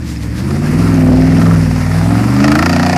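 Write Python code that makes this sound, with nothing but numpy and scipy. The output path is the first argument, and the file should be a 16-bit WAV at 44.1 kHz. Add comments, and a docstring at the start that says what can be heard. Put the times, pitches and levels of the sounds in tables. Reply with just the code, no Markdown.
"""Revving V8 in a mud hole

A pickup with a V8 and loud pipes revs through a mud hole outdoors. Its note is a sum of sines locked to the engine
cycle: the two banks fire unevenly, so orders 3, 5, 11 and 13 lope beside the firing order 8.
Noise puffs through tailpipe resonances give the rasp, and one cylinder barks once a cycle, loudest at high revs.
Filtered noise and short rings make flow rumble, water spray, mud slaps and drops on metal; the input clips hard."""
import sys
import numpy as np
from scipy import signal
from scipy.io import wavfile

SR = 44100
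rng = np.random.default_rng(int(sys.argv[2]) if len(sys.argv) > 2 else 0)


def wav_record(signal):
    """Record a signal, one row per channel, as 16-bit PCM in the file named by sys.argv[1]."""
    frames = np.transpose(np.atleast_2d(signal))
    bounded = np.clip(frames, -1, 1)
    # unit amplitude maps onto the largest positive 16-bit level
    quanta = np.round(bounded * 32767).astype(np.int16)
    wavfile.write(sys.argv[1], SR, quanta)


N = 130977

# Engine speed and strong orders. Each row: time in seconds, engine cycles per second,
# then the rms level in dB of orders 3, 5, 8, 11, 13, 6 and 9.
ENGINE_SPEED_AND_ORDERS = [(0.0, 15.4, -36, -24, -25, -29, -27, -38, -34),
                           (0.15, 13.8, -45, -23, -29, -35, -36, -45, -37),
                           (0.28, 13.4, -45, -23, -21, -35, -31, -45, -38),
                           (0.39, 14.6, -39, -24, -21, -33, -21, -35, -33),
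                           (0.52, 17.3, -36, -18.5, -17, -41, -21.5, -41, -32),
                           (0.71, 19.5, -25, -25, -15, -24, -18.5, -29, -23),
                           (0.78, 20.6, -22, -17.5, -12.5, -22, -17, -27, -38),
                           (0.83, 21.2, -19, -13.5, -14, -20, -19.5, -30, -28),
                           (0.99, 19.9, -26, -14.5, -10, -22, -9, -41, -52),
                           (1.11, 19.6, -16, -12.5, -10, -13.5, -6, -42, -16),
                           (1.22, 20.1, -18, -16.5, -9.5, -35, -8.5, -47, -42),
                           (1.39, 20.9, -24, -12.5, -9.5, -12.5, -13.5, -28, -18),
                           (1.5, 20.8, -23, -9, -7, -23, -19.5, -39, -36),
                           (1.68, 19.3, -18, -17, -13, -19.5, -18.5, -26, -33),
                           (1.82, 19.6, -23, -17, -18, -23.5, -19, -24, -26),
                           (1.98, 20.5, -21, -14.5, -11.5, -29.5, -28, -26, -35),
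                           (2.13, 21.8, -23, -13, -15.5, -16, -15, -26, -25),
                           (2.26, 23.6, -24, -13.5, -22, -22.5, -22, -50, -15),
                           (2.42, 26.0, -25, -14.5, -8.5, -10, -42, -41, -46),
                           (2.51, 26.9, -20, -14, -13.5, -8.5, -29, -29, -28),
                           (2.67, 28.9, -17.5, -22.5, -22, -23.5, -62, -16, -16),
                           (2.8, 29.8, -18.5, -16, -14, -53, -59, -17, -17.5),
                           (2.88, 30.0, -18, -21, -19, -32, -42, -17, -19.5),
                           (2.97, 30.3, -19, -19, -19, -32, -42, -17, -22)]
# Multiples of the engine cycle rate, in the order of the level columns above.
STRONG_ORDERS = (3, 5, 8, 11, 13, 6, 9)
# Weak orders, which follow the load. Each row: order, level in dB against the load, before the muffler cut.
WEAK_ORDERS = [(4, -24), (7, -16.5), (10, -17.5), (12, -11), (14, -35), (15, -19.5), (16, -17), (18, -18.5),
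               (19, -16), (20, -31), (21, -15.5), (22, -15)]
# Load, the reference for weak orders and rumble. Each row: time in seconds, level in dB.
LOAD = [(0.0, -19.5), (0.3, -16.5), (1.02, -8), (1.52, -8.5), (1.86, -29.5), (2.03, -16.5), (2.3, -14),
        (2.47, -14), (2.57, -11.5), (2.97, -20.5)]
# Which bank fires, as a sign, in firing order.
BANK_SIGNS = (1, -1, -1, 1, -1, 1, 1, -1)
# Moments in seconds when the loud cylinder fires; they keep the cycle count in step.
BARK_TIMES_S = [.507, .6732, .7779, .967, 1.1184, 1.415, 1.8111, 1.9133, 2.012, 2.107, 2.363, 2.4414,
                2.6943, 2.9292]
# Bark of the loud cylinder. Each row: time in seconds, level in dB.
BARK_LEVEL = [(0.0, -61), (0.11, -38), (0.16, -67), (0.46, -51), (0.51, -30), (0.56, -33), (0.74, -49),
              (0.83, -32), (1.13, -38), (1.41, -30), (1.65, -32), (1.9, -31.5), (2.3, -35), (2.4, -27),
              (2.44, -19), (2.52, -17), (2.97, -21)]
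# Bright edge of the bark. Each row: time in seconds, level in dB against the bark.
CRACK_LEVEL = [(2.4, -31), (2.45, -22), (2.64, -19.5), (2.75, -21)]
# Rasp of all firings. Each row: time in seconds, then the drive in dB, before RASP_GAIN_DB,
# of the pipe's low, middle and high resonances.
RASP_DRIVE = [(0.0, -43, -48, -32.5), (0.19, -71, -40, -32.5), (0.4, -32, -52, -32),
              (0.64, -26.5, -46, -42), (0.83, -27, -17, -30), (1.24, -20, -54, -25), (1.4, -21, -19.5, -23),
              (1.55, -47, -17.5, -44), (1.67, -42, -58, -41), (1.89, -24, -55, -62),
              (2.09, -16.5, -21, -61), (2.42, -25, -22.5, -20), (2.57, -17, -16, -23),
              (2.66, -21.5, -20, -21), (2.97, -13, -23, -20)]
# Puff strength in dB of each cylinder, in firing order.
PUFF_BY_CYLINDER_DB = [5, -2, 0, 0.5, -16, 1.5, -5, 0]
# Index of the rasp drive column (0 low, 1 middle, 2 high) for each pipe resonance.
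RASP_COLUMN = (0, 0, 1, 1, 2, 2, 2, 2)
# Tailpipe resonances. Each row: centre in Hz, width in Hz before PIPE_WIDEN, relative level in dB.
TAILPIPE_MODES = [(549, 140, -3), (704, 176, 5), (1000, 240, -6), (1290, 202, 4.5), (1832, 138, 1),
                  (2395, 400, -2.5), (4830, 1100, -2.5), (7600, 2100, -18)]
# Spectrum of rough exhaust flow. Each row: frequency in Hz, relative density in dB per Hz.
RUMBLE_SPECTRUM = [(15, -45), (25, -15), (49, -2), (86, 0), (146, -6), (205, -5), (500, -30), (650, -60),
                   (1000, -110)]
# Water spray. Each row: time in seconds, level of the hiss in dB.
SPRAY_LEVEL = [(0.0, -37), (0.35, -32.5), (0.69, -26.5), (0.85, -25.5), (1.15, -28), (1.44, -25.5),
               (1.94, -26.5), (2.45, -25), (2.97, -27)]
# Spectrum of the spray hiss. Each row: frequency in Hz, relative density in dB per Hz.
SPRAY_SPECTRUM = [(350, -0.5), (600, 1), (687, -18), (766, -6.5), (1110, -3), (1340, -8), (1560, -6),
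                  (2040, -6), (2340, -8), (3200, -24.5), (4880, -13.5), (5590, -20), (11500, -22.5),
                  (14700, -38), (15500, -53)]
# Mud slapping the wheel arches. Each row: time in seconds, level in dB before the envelope, length scale in seconds.
MUD_SLAPS = [(0.082, -33.5, 0.099), (0.223, -36, 0.033), (0.37, -34, 0.073), (1.413, -32, 0.052)]
# Single drops on sheet metal. Each row: start in seconds, level in dB before decay, frequency in Hz.
METAL_TICKS = [(0.1705, -25, 5100), (0.6604, -27, 5420), (0.9414, -22.5, 6370), (1.3838, -22, 5480)]

# Weak orders fall above the muffler cut, by the full amount from 1.2 times its frequency
MUFFLER_CUT_HZ, ABOVE_CUT_DB = 365, -20
PIPE_LAG_S = 0.0017
# The pulses dip, then rise steeply; their shape turns as revs leave cruising speed (engine cycles per s)
PULSE_SKEW_RAD, SKEW_RAD_PER_HZ, CRUISE_HZ = -1.76, -.11, 20
# Orders 8 and 16 lead more as revs rise
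FIRING_LEAD_RAD, LEAD_RAD_PER_HZ = -.76, .24
WOBBLE_DB, JITTER_RAD, LOOSE_RAD = .8, .015, .6
BARK_SPREAD_DB, PUFF_SPREAD_DB = 1, 2
BARK_HOLD_S, BARK_TAIL_S = 0.003, 0.0052
BARK_CLICK_DB, PUFF_CLICK_DB = 7, 24  # clean pressure step at the head, against the noise
CRACK_HZ, CRACK_WIDTH_HZ, CRACK_TAIL_S = 6500, 9000, .004
RASP_GAIN_DB, RASP_TAIL_S = 29, .004
PIPE_WIDEN, MODE_WANDER_DB = 1.7, 1.5
RUMBLE_DB = -21  # against the load
DROPS_PER_S, DROPS_DB = 900, -15  # median rate; level against the hiss
CLIP_AT = .69
LOWPASS_HZ = 14650


def amp(db):
    """The decibel law: 20 dB is a factor of ten in amplitude."""
    return 10 ** (np.asarray(db) / 20)


def rms_one(x):
    """Normalisation of the mean power to one."""
    return x / np.sqrt(np.mean(x ** 2) + 1e-20)


def in_time(rows):
    """Linear interpolation of each table column over all samples."""
    s, *columns = np.transpose(rows)
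    return [np.interp(np.arange(N) / SR, s, c) for c in columns]


def drift(rate_hz):
    """Low-passed random fluctuation: a slow wander of rms 1, computed every 40 samples."""
    r = np.exp(-2 * np.pi * rate_hz * 40 / SR)
    white = rng.standard_normal(N // 40 + 2002)
    slow = signal.lfilter([1], [1, -2 * r, r * r], white)[2000:]  # drop the filter's start
    return np.interp(np.arange(N) / 40, np.arange(len(slow)), rms_one(slow))


def resonate(x, hz, width_hz):
    """Two-pole resonance: energy decays at a rate set by the width; the peak gain is 1."""
    r = np.exp(-np.pi * width_hz / SR)
    poles = [1, -2 * r * np.cos(2 * np.pi * hz / SR), r * r]
    return signal.lfilter([(1 - r * r) / 2, 0, (r * r - 1) / 2], poles, x + 1e-18)


def coloured(spectrum, patchy_db):
    """Band synthesis: third-octave noise bands, each with its own level and flicker, sum to rms 1."""
    hz, db = np.transpose(spectrum)
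    edges = np.exp(np.arange(np.log(hz[0]), np.log(hz[-1]), np.log(2) / 3))
    white = rng.standard_normal((2, N))  # neighbouring bands use different noise
    together = drift(18)
    out = 0
    for k, (low, high) in enumerate(zip(edges, edges[1:])):
        sos = signal.butter(2, [low, high], "band", fs=SR, output="sos")
        band = signal.sosfilt(sos, white[k % 2])
        level_db = np.interp(np.log(low * high) / 2, np.log(hz), db)
        out = out + band * amp(level_db + patchy_db * (together + drift(5)))
    return rms_one(out)


def crank(rate):
    """Phase as the integral of speed: engine cycles are counted, and made whole at every listed bark."""
    cycles = np.cumsum(rate) / SR
    at = (np.array(BARK_TIMES_S) * SR).astype(int)
    whole = np.r_[0, np.cumsum(np.round(np.diff(cycles[at])))]
    return cycles + np.interp(np.arange(N), at, whole - cycles[at])


def exhaust_note(cycles, rate, strong_db, load_db):
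    """Fourier synthesis: each order is a sine, phased by firing order and pipe; most weak ones wander in phase."""
    levels = dict(zip(STRONG_ORDERS, strong_db))
    for order, db in WEAK_ORDERS:
        above_cut = np.clip(order * rate / MUFFLER_CUT_HZ - 1, 0, .2) * 5
        levels[order] = load_db + db + ABOVE_CUT_DB * above_cut + 2 * WOBBLE_DB * drift(3.7)
    loose = {}
    for order, _ in WEAK_ORDERS:
        if order % 8:
            loose[order] = rng.uniform(0, 2 * np.pi) + LOOSE_RAD * drift(3.04)

    # bank signs plus a ramp over the eight firings set the phase of each order
    pattern = np.angle(np.fft.fft(np.array(BANK_SIGNS) - .3 * np.arange(8)))
    turn = 2 * np.pi * (cycles - PIPE_LAG_S * rate) + JITTER_RAD * drift(23)
    skew = PULSE_SKEW_RAD + SKEW_RAD_PER_HZ * (rate - CRUISE_HZ)
    lead = FIRING_LEAD_RAD + LEAD_RAD_PER_HZ * rate
    note = 0
    for k, db in levels.items():
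        phase = k * turn + pattern[k % 8] + skew + loose.get(k, 0)
        if k % 8 == 0:
            phase = phase + lead
        note = note + np.sqrt(2) * amp(db + WOBBLE_DB * drift(10)) * np.cos(phase)
    return note


def tailpipe(burst, shift_db):
    """Modal filtering: pipe resonances of alternating sign wax and wane, each shifted by its own shift_db."""
    out = 0
    for k, (hz, width, db) in enumerate(TAILPIPE_MODES):
        level = amp(db + shift_db[k] + MODE_WANDER_DB * drift(4.6))
        once = resonate(burst, hz, PIPE_WIDEN * width)
        twice = resonate(once, hz, PIPE_WIDEN * width)
        out = out + (-1) ** k * level * twice / np.sqrt(width)
    return out


def firing_impulses(cycles):
    """Periodic excitation: an impulse at each of eight firings a cycle, and apart from them the loud cylinder's."""
    firing = np.floor(8 * cycles).astype(int)
    starts = np.flatnonzero(np.diff(firing)) + 1
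    cylinder = firing[starts] % 8
    kicks, puffs = np.zeros((2, N))
    spread = rng.standard_normal((N, 2))[:len(starts)]
    kicks[starts] = (cylinder == 0) * amp(BARK_SPREAD_DB * spread[:, 0])
    puffs[starts] = amp(np.array(PUFF_BY_CYLINDER_DB)[cylinder] + PUFF_SPREAD_DB * spread[:, 1])
    return kicks, puffs


def bark(kicks):
    """Source and filter: the loud cylinder's noise bursts and steps ring the pipe, with a bright crack on top."""
    t = np.arange(2000) / SR
    hold_and_fall = np.exp(-np.maximum(t - BARK_HOLD_S, 0) / BARK_TAIL_S)
    noise = np.convolve(kicks, hold_and_fall)[:N] * np.sign(rng.standard_normal(N))
    burst = noise + amp(BARK_CLICK_DB) * kicks
    body = rms_one(tailpipe(burst, np.zeros(len(TAILPIPE_MODES))))
    crack_noise = np.convolve(kicks, np.exp(-t / CRACK_TAIL_S))[:N] * rng.standard_normal(N)
    crack = rms_one(resonate(crack_noise, CRACK_HZ, CRACK_WIDTH_HZ))
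    return amp(in_time(BARK_LEVEL)[0]) * (body + amp(in_time(CRACK_LEVEL)[0]) * crack)


def rasp(puffs):
    """Source and filter: every firing sends a decaying noise puff and a pressure step through the tailpipe."""
    t = np.arange(2000) / SR
    noise = np.convolve(puffs, np.exp(-t / RASP_TAIL_S))[:N] * rng.standard_normal(N)
    burst = rms_one(noise + amp(PUFF_CLICK_DB) * puffs)
    drive_db = np.array(in_time(RASP_DRIVE))[list(RASP_COLUMN)]
    return amp(RASP_GAIN_DB) * tailpipe(burst, drive_db)


def flow_rumble(load_db):
    """Flow noise: rough exhaust flow is low, patchy noise whose level follows the load."""
    return amp(load_db + RUMBLE_DB) * coloured(RUMBLE_SPECTRUM, patchy_db=2)


def spray():
    """Random superposition: flung water is a patchy hiss with many short ringing droplet grains in it."""
    sizes = amp(0.43 * np.minimum(rng.exponential(1, N), 3)) * rng.choice([-1, 1], N)
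    born = rng.random(N) < DROPS_PER_S * amp(4.0 * drift(5)) / SR
    dealt = rng.integers(0, 16, N)  # each grain takes one of 16 pitches
    drops = 0
    for k, hz in enumerate(np.geomspace(900, 9000, 16)):
        drops = drops + resonate(sizes * born * (dealt == k), hz, hz / 9) / np.sqrt(hz)
    hiss = coloured(SPRAY_SPECTRUM, patchy_db=1.23)
    return amp(in_time(SPRAY_LEVEL)[0]) * (hiss + amp(DROPS_DB) * rms_one(drops))


def mud_slaps():
    """Impact noise: bright puffs with a quick rise and a longer fall."""
    t = np.arange(N) / SR
    swell = 0
    for s, db, length in MUD_SLAPS:
        rise = np.clip((t - s) / length + 0.66, 0, 1)
        fall = np.exp(-np.maximum(t - s - 0.22 * length, 0) / (0.55 * length))
        swell = swell + amp(db) * rise * fall
    broad = resonate(rng.standard_normal(N), 3850, 4100)
    narrow = resonate(rng.standard_normal(N), 4800, 900)
    return swell * rms_one(broad + .5 * narrow)


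def metal_ticks():
    """Damped free vibration: each drop on sheet metal is a short, dull, decaying sine."""
    out = np.zeros(N)
    t = np.arange(600) / SR
    for s, db, hz in METAL_TICKS:
        i = int(s * SR)
        out[i:i + 600] += amp(db) * np.exp(-t / 0.004) * np.sin(2 * np.pi * hz * t)
    return out


def scene():
    """Linear superposition of all sources, with engine sounds sharing one cycle count."""
    rate, *strong_db = in_time(ENGINE_SPEED_AND_ORDERS)
    cycles = crank(rate)
    load_db, = in_time(LOAD)
    rumble = flow_rumble(load_db)
    note = exhaust_note(cycles, rate, strong_db, load_db)
    kicks, puffs = firing_impulses(cycles)
    engine = note + rumble + bark(kicks) + rasp(puffs)
    mud_and_water = spray() + mud_slaps() + metal_ticks()
    return (engine + mud_and_water)[None]


def record(dry):
    """Amplitude limiting and band limiting: the input clips hard, then a steep low-pass cuts the top."""
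    clipped = np.clip(dry, -CLIP_AT, CLIP_AT)
    lowpass = signal.ellip(10, .5, 70, LOWPASS_HZ, fs=SR, output="sos")
    return signal.sosfilt(lowpass, clipped)


dry = scene()
out = record(dry)
wav_record(out)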